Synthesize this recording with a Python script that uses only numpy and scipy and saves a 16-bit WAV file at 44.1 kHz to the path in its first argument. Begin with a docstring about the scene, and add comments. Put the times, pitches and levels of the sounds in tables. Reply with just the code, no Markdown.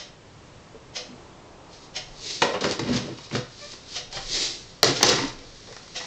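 """Over a quiet floor a wall clock ticks each second; a plastic lid is pressed onto a bowl on a kitchen table,
then the bowl is carried off and dropped into a plastic box. Sleeves rustle and the bowl squeaks twice.
Blows and rubbing ring plastic modes, fibre clicks make the rustle, stick-slip the squeaks, gear shudder the ticks.
A tiled room rings; a small microphone with a dull top overloads on the hardest peaks."""
import sys
import numpy as np
from scipy import signal
from scipy.fft import rfft, irfft
from scipy.io import wavfile
from scipy.ndimage import uniform_filter1d

SR = 44100
rng = np.random.default_rng(int(sys.argv[2]) if len(sys.argv) > 2 else 0)


def pcm_store(signal):
    """Save signal as 16-bit PCM."""
    levels = np.round(np.clip(np.atleast_2d(signal), -1, 1) * 32767)
    wavfile.write(sys.argv[1], SR, levels.astype(np.int16).T)


def volts_from_db(level):
    """Convert decibel levels to linear amplitude ratios."""
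    exponent = np.asarray(level, float) / 20
    return 10 ** exponent


N = 267422
T = np.arange(N) / SR

# blows on the plastic, levels relative within a column:
# start_s, hollow_thud_db, body_db, bright_crack_db, contact_scale (1 = 1.3 ms decay constant)
BLOWS = [(0.742, -37.5, -64, -64, 6.2), (1.08, -35.5, -63, -67, 22), (2.419, -23, -13.5, -16, 3),
         (2.537, -24, -25.5, -41, 15), (2.608, -31, -44, -25, 4.2), (2.639, -26, -21, -35.5, 6.6),
         (2.711, -40, -34.5, -20, 0.97), (2.792, -20.5, -30.5, -25, 4), (2.891, -17, -44, -41, 3.3),
         (3.184, -60, -45.5, -39.5, 3.2), (3.311, -31.5, -36, -47.5, 2.3), (3.327, -23.5, -39, -37.5, 6.3),
         (3.35, -32, -25.5, -36, 2.4), (3.731, -39.5, -46.5, -38, 6.6), (4.126, -46, -41, -33.5, 3.4),
         (4.167, -46, -32.5, -33, 8.9), (4.830, -13, -15.5, -8, 1.2), (4.844, -25, -34, -11.5, 0.7),
         (4.853, -36, -38, -29.5, 0.39), (5.008, -29, -29, -36, 2.8), (5.029, -18, -17.5, -6, 1.94),
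         (5.036, -20, -25, -29, 3), (5.102, -38, -25, -22, 0.36), (5.129, -36, -26, -27, 0.61),
         (5.182, -35, -25, -36, 9), (5.236, -34, -31, -38.5, 0.89), (5.387, -47, -53, -42, 3.1),
         (5.669, -38.5, -46, -49.5, 19), (5.724, -63, -46.5, -39.5, 2.9), (5.765, -61, -41.5, -40.5, 1.4),
         (5.878, -64, -53, -44.5, 1.8), (5.999, -55, -35.5, -43, 13), (6.039, -55, -42, -40, 9.7)]
# presses, slides and jostles of the plastic; rise and fall are the times for 20 dB:
# peak_s, hollow_creak_db, bright_rattle_db, rise_s, fall_s
RUBS = [(2.429, -24.5, -28, 0.014, 0.033), (2.5, -35, -44, 0.093, .06), (2.549, -31.5, -41.5, 0.043, .03),
        (2.612, -33.5, -34.5, 0.0044, .05), (2.649, -25.5, -31, 0.036, 0.07),
        (2.727, -34, -30, 0.042, 0.028), (2.799, -34, -46, .02, 0.25), (2.89, -30.5, -49, 0.073, 0.086),
        (2.95, -27, -35.5, 0.074, 0.058), (3.089, -36, -53, .1, 0.06), (3.246, -59, -45.5, 0.27, 0.088),
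        (3.33, -38, -42, 0.023, 0.06), (3.355, -32, -31.5, 0.018, 0.049), (3.959, -64, -34.5, 0.071, .07),
        (4.17, -47, -34.5, 0.077, .12), (4.37, -44, -36.5, 0.11, 0.088), (4.45, -52.5, -35.5, 0.085, 0.11),
        (4.843, -28.5, -28, 0.0069, 0.14), (4.889, -27, -32, 0.028, 0.034), (4.97, -56, -39.5, 0.13, .1),
        (5.022, -42, -31, 0.041, .04), (5.05, -31.5, -26, 0.029, 0.12), (5.102, -26.5, -23, 0.054, 0.098),
        (5.18, -46, -42, 0.054, 0.047), (5.223, -34, -36, 0.036, 0.12), (5.43, -52.5, -55, 0.13, 0.083)]


def unit(x):
    """Scale to rms 1."""
    return x / np.sqrt(np.mean(x ** 2))


def colour(x, points):
    """Shape a sound by (Hz, dB) points, straight in log frequency."""
    hz, db = np.transpose(points)
    f = np.maximum(np.fft.rfftfreq(len(x), 1 / SR), 1)
    gain_db = np.interp(np.log(f), np.log(hz), db, left=-90, right=-90)
    return irfft(rfft(x) * volts_from_db(gain_db), len(x))


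def ring(x, hz, t60_s):
    """One decaying mode; an impulse of 1 rings with amplitude 1."""
    r = np.exp(-np.log(1000) / (t60_s * SR))
    w = 2 * np.pi * hz / SR
    return signal.lfilter([np.sin(w)], [1, -2 * r * np.cos(w), r * r], x)


def steady_norm(t60_s):
    """Level of a mode under steady noise; dividing by it evens long and short modes."""
    return np.sqrt(t60_s * SR / 28)


def grit(spread_db, share):
    """Tiny slips: a share of the samples carry a click of very uneven size."""
    size = volts_from_db(spread_db * rng.exponential(size=N))
    return unit(rng.standard_normal(N) * size * (rng.random(N) < share))


def walk(rate_hz):
    """Random levels joined by ramps 1 / rate_hz long; spread near 1."""
    hold = int(SR / rate_hz)
    steps = np.repeat(rng.standard_normal(N // hold + 1), hold)
    return 1.2 * uniform_filter1d(steps, hold)[:N]


def swells(rows, t=T):
    """Gain of summed swells (peak_s, level_db, rise_s, fall_s); rise and fall are the times for 20 dB."""
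    rise_bend, fall_bend = 1.28, 1.09  # over 1 rounds the top and steepens the foot
    total = 0
    for peak_s, db, rise_s, fall_s in rows:
        before = (np.abs(peak_s - t) / rise_s) ** rise_bend
        after = (np.abs(t - peak_s) / fall_s) ** fall_bend
        total = total + volts_from_db(db - 20 * np.where(t < peak_s, before, after))
    return total


def strike(starts_s, gains, contact_scales):
    """Contacts rise quickly and die away over their contact time; the gain sets the energy."""
    x = np.zeros(N)
    for start_s, gain, scale in zip(starts_s, gains, contact_scales):
        t = np.arange(int(0.0087 * scale * SR)) / (0.0013 * scale * SR)
        shape = (1 - np.exp(-t / 0.24)) * np.exp(-t)
        at = int(start_s * SR)
        x[at:at + len(t)] += (gain * shape / np.sqrt(np.sum(shape ** 2)))[:N - at]
    return x


def plastic_modes():
    """Blows and rubbing excite the same modes; every blow lands on another spot and stirs another mix."""
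    # modes of the plastic: pitch_hz, level_db, t60_s
    modes = [(130.8, -7.5, 0.17), (165.3, 0, 0.047), (210.6, -8.5, 0.13), (245, -4, 0.12),
             (286.6, -6, 0.062), (331.5, -7.5, 0.068), (393.3, -2, 0.058), (449.5, -5, 0.12),
             (490, -2, 0.058), (577.5, 1, 0.046), (675, -8, 0.052), (770, -3, 0.016), (901.5, -10, 0.045),
             (1034, -3.5, 0.019), (1118, -6, 0.017), (1265, -5.5, 0.0089), (1398, -9.5, 0.02),
             (1635, -1.5, 0.007), (1874, -5, 0.015), (2100, -5.5, 0.015), (2378, -4, 0.011),
             (3034, -1.5, 0.0047)]
    # pitch of the air hollow in whatever is being handled: time_s, pitch_hz
    hollow = [(.74, 517), (1.08, 245), (2.4, 530), (2.56, 483), (2.62, 372), (2.72, 363), (2.8, 302),
              (2.95, 206), (3.09, 344), (3.31, 190), (3.36, 450), (3.45, 300), (3.9, 350), (3.97, 500),
              (4.17, 500), (4.36, 396), (4.9, 394), (5.15, 397), (5.25, 285), (5.67, 490)]
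    # weight coming down on table, floor and box: peak_s, level_db, rise_s, fall_s
    booms = [(2.694, -39.5, .1, 0.04), (2.83, -27, .06, .08), (2.944, -28.5, .05, 0.087),
             (3.116, -35.5, 0.11, .08), (3.325, -24.5, 0.024, .04), (3.36, -27, .03, 0.069),
             (4.168, -35, .03, 0.059), (4.258, -40, 0.062, 0.3), (4.852, -15, .015, 0.029),
             (4.89, -23.5, 0.025, .06), (5.03, -26, 0.073, .1), (5.155, -22, 0.052, 0.064),
             (5.213, -30.5, 0.037, 0.047)]
    boom_top_hz, hollow_top_hz = 150, 720
    hollow_fall_db_per_octave = 13
    scrape_db = -11  # relative to the mean of creak and rattle

    start_s, thud_db, body_db, _, contact_scale = np.transpose(BLOWS)
    spot = rng.standard_normal((len(start_s), len(modes)))
    hollow_s, pitch_hz = np.transpose(hollow)
    hollow_hz = np.exp(np.interp(T, hollow_s, np.log(pitch_hz)))
    creak = swells([(s, low, rise, fall) for s, low, _, rise, fall in RUBS])
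    scrape = swells([(s, (low + top) / 2 + scrape_db, rise, fall) for s, low, top, rise, fall in RUBS])
    out = 0
    for k, (hz, db, t60_s) in enumerate(modes):
        if hz < hollow_top_hz:
            # the enclosed air favours the low modes near its own pitch
            away_db = hollow_fall_db_per_octave * np.abs(np.log2(hz / hollow_hz))
            hit_db = thud_db - np.interp(start_s, T, away_db)
            rub = swells(booms) if hz < boom_top_hz else creak * volts_from_db(-away_db)
        else:
            hit_db, rub = body_db + 5.5, scrape
        blows = strike(start_s, volts_from_db(hit_db + 2.3 * spot[:, k]), contact_scale)
        blows = blows * np.sign(rng.standard_normal(N))
        rubbing = rub / steady_norm(t60_s) * grit(spread_db=2.1, share=.5)
        out = out + volts_from_db(db) * ring(blows + rubbing, hz, t60_s)
    return out


def plastic_crackle():
    """Above its clear modes the plastic rings too densely to tell tones apart: shaped noise and clicks."""
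    # spectrum of the dense ringing: pitch_hz, level_db (per Hz)
    crack_spectrum = [(500, -12.5), (1200, -18), (2200, -9.5), (3400, 1), (4800, 3.5), (6500, -3.5),
                      (9000, -7.5), (12000, -35.5)]
    start_s, _, _, crack_db, contact_scale = np.transpose(BLOWS)
    cracks = strike(start_s, volts_from_db(crack_db + 22.0), contact_scale) * np.sign(rng.standard_normal(N))
    rattle = swells([(s, top, rise, fall) for s, _, top, rise, fall in RUBS])
    rattle = rattle * volts_from_db(3.0 * walk(150)) * grit(spread_db=2.5, share=0.35)
    return volts_from_db(4.0) * colour(cracks + rattle, crack_spectrum)


def plastic():
    """Small light things move little air in the deep bass, so the sum is high-passed."""
    high_pass = signal.butter(4, 68, "high", fs=SR, output="sos")
    return signal.sosfilt(high_pass, plastic_modes() + plastic_crackle())


def squeak():
    """Slightly uneven stick-slip that speeds up a little: a fundamental with three overtones."""
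    # a foot of the bowl drags: peak_s, level_db (before overtone levels), rise_s, fall_s, slip_rate_hz (at peak)
    squeaks = [(3.635, -51, 0.031, 0.088, 593.6), (4.172, -47, 0.064, .025, 784)]
    slip_hz_per_s = 150
    harmonics_db = (7.0, 2.0, 1, 3.5)
    out = 0
    for peak_s, db, rise_s, fall_s, hz in squeaks:
        slip_hz = (hz + slip_hz_per_s * (T - peak_s)) * (1 + 0.016 * walk(300))
        phase = 2 * np.pi * np.cumsum(slip_hz) / SR
        tone = sum(volts_from_db(d) * np.sin((k + 1) * phase) for k, d in enumerate(harmonics_db))
        out = out + swells([(peak_s, db, rise_s, fall_s)]) * volts_from_db(2.8 * walk(120)) * tone
    return out


def rustle():
    """Cloth fibres slip in dense tiny clicks, flickering in level."""
    # sleeves rubbing: peak_s, level_db, rise_s, fall_s
    rubs = [(1.74, -50.5, 0.068, 0.11), (1.85, -54, 0.094, .06), (2.31, -32.5, 0.17, .2),
            (3.645, -43, 0.23, .08), (3.715, -43.5, 0.062, 0.091), (3.93, -43, 0.16, .12),
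            (4.128, -41.5, .006, .1), (4.35, -29, .12, 0.13), (4.42, -28.5, .1, .18), (4.7, -55, 0.12, .3),
            (5.5, -51, .2, .6), (5.73, -52.5, 0.19, .4), (6.03, -42.5, 0.16, .1)]
    # spectrum of the fibres: pitch_hz, level_db (per Hz, relative)
    cloth = [(120, -30), (200, -12.5), (390, -2), (430, 0.5), (465, -10), (908, -21.5), (1500, -16),
             (2050, -7), (2800, -8.5), (3500, -1.5), (4540, 2), (7090, -5), (9000, -8), (11700, -48),
             (19800, -120)]
    fibres = unit(colour(grit(spread_db=1.5, share=0.23), cloth))
    return swells(rubs) * volts_from_db(0.83 * walk(40)) * fibres


def clock():
    """Every second the gear train shudders, rattles and rings the case; starts 1 s ahead of the scene."""
    # modes of the case: pitch_hz, level_db (relative), t60_s
    case_modes = [(500, -4, 0.1), (598, -1, 0.072), (732, 0, 0.12), (1216, -5, 0.041), (1440, -4, 0.028),
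                  (1950, -2.5, 0.029), (2070, -11.5, 0.056), (2750, -8, 0.0083), (3150, 6.5, 0.0067),
                  (3790, -2, 0.079), (4250, 2.5, 0.033), (4580, -1.5, 0.0082), (5080, 2, 0.025),
                  (5580, 6, 0.008), (6190, -3.5, 0.037), (6400, 3, 0.017)]
    # broad rattle of the case: pitch_hz, level_db (per Hz, relative)
    case_rattle = [(1200, -31), (1800, -4), (3000, -0.5), (6300, -3), (7000, -9), (9000, -7.5)]
    peak_s = .966  # within each second
    shudder_db, rise_s, fall_s = -32, 0.022, 0.038
    t = np.arange(-SR, N) / SR
    shudder = swells([(peak_s + k, shudder_db, rise_s, fall_s) for k in range(-1, N // SR)], t)
    out = shudder * unit(colour(rng.standard_normal(N + SR), case_rattle)) * volts_from_db(-0.5)
    for hz, db, t60_s in case_modes:
        push = shudder * rng.standard_normal(N + SR)
        out = out + volts_from_db(db - 12.5) * ring(push, hz, t60_s) / steady_norm(t60_s)
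    return out


def room():
    """Tiled walls: a dense tail of noise bands, each dying at its own rate; the upper middle lasts longest."""
    # decay of the room: pitch_hz, t60_s
    decay = [(100, 0.29), (400, 0.31), (1500, 0.41), (4000, 0.36), (8000, 0.3)]
    t = np.arange(SR) / SR
    hz, t60_s = np.transpose(decay)
    tail = 0
    for f in 60 * 2 ** np.arange(0, 7.6, .5):
        band_shape = [(f / 2 ** .5, -40), (f / 2 ** 0.24, -3), (f, 0), (f * 2 ** 0.2, -3), (f * 2 ** .5, -40)]
        band = colour(rng.standard_normal(SR), band_shape)
        tail = tail + band * 10 ** (-3 * t / np.interp(np.log(f), np.log(hz), t60_s))
    tail = tail * (1 - np.exp(-t / 0.0012))
    return tail / np.sqrt(np.sum(tail ** 2))


def air():
    """The steady floor of the kitchen, a far drone, and the slow sway under it: three shaped noises."""
    # spectrum of the floor: pitch_hz, level_db (per Hz, relative)
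    floor_spectrum = [(24, -33.5), (40, -6.5), (124, 1), (251, -6.5), (395, -7), (554, -8), (664, -12.5),
                      (1070, -14.5), (2590, -18), (6700, -23.5), (8040, -19), (9000, -34.5), (11700, -78.5),
                      (19800, -120)]
    # slow push of air and floor as the body moves: peak_s, level_db, rise_s, fall_s
    sway_swells = [(2.11, -49, .25, .4), (4.25, -44, 0.18, 0.42), (5.35, -48, 0.32, .4)]
    # a far-off mid drone swells once: peak_s, level_db, rise_s, fall_s
    drone_swell = (1.5, -52.5, 2, 3)
    floor_db, drone_rest_db, sway_rest_db = -49, -65.5, -62
    sway_spectrum = [(15, -6.5), (29, -4.0), (45, -21.0)]
    drone_spectrum = [(150, -27.0), (300, -2), (550, -3.5), (1000, -4.5), (1400, -12.5)]

    drift = volts_from_db(floor_db + .5 * walk(3))
    hush = drift * unit(colour(rng.standard_normal(N), floor_spectrum))
    sway = unit(colour(rng.standard_normal(N), sway_spectrum))
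    drone = unit(colour(rng.standard_normal(N), drone_spectrum))
    hush = hush + (swells([drone_swell]) + volts_from_db(drone_rest_db)) * drone
    return hush + (swells(sway_swells) + volts_from_db(sway_rest_db)) * sway


def scene():
    """Near sources with the tail of the place they sound from; the far clock carries a little more room."""
    # the work moves from the table across the room to the box: change_s
    moves_s = [3.5, 4.7]
    near_room_db, clock_room_db = -5, -3.5
    near = plastic() + rustle() + squeak()
    place = np.digitize(T, moves_s)
    walls = sum(signal.fftconvolve(near * (place == k), room())[:N] for k in range(len(moves_s) + 1))
    ticks = clock()
    far = ticks + volts_from_db(clock_room_db) * signal.fftconvolve(ticks, room())[:N + SR]
    return (near + volts_from_db(near_room_db) * walls + far[SR:] + air())[None]


def top_cut(x):
    """Nothing passes above the cut-off."""
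    return signal.sosfilt(signal.butter(12, 16830, fs=SR, output="sos"), x)


def record(dry):
    """The microphone loses the top, then the input overloads on the hardest peaks."""
    clip = .7  # of full scale
    low_pass = signal.cheby2(8, 65, 10200, fs=SR, output="sos")
    dull = signal.sosfilt(low_pass, dry)
    mix = np.clip(dull, -clip, clip)
    return top_cut(mix)


dry = scene()
out = record(dry)
pcm_store(out)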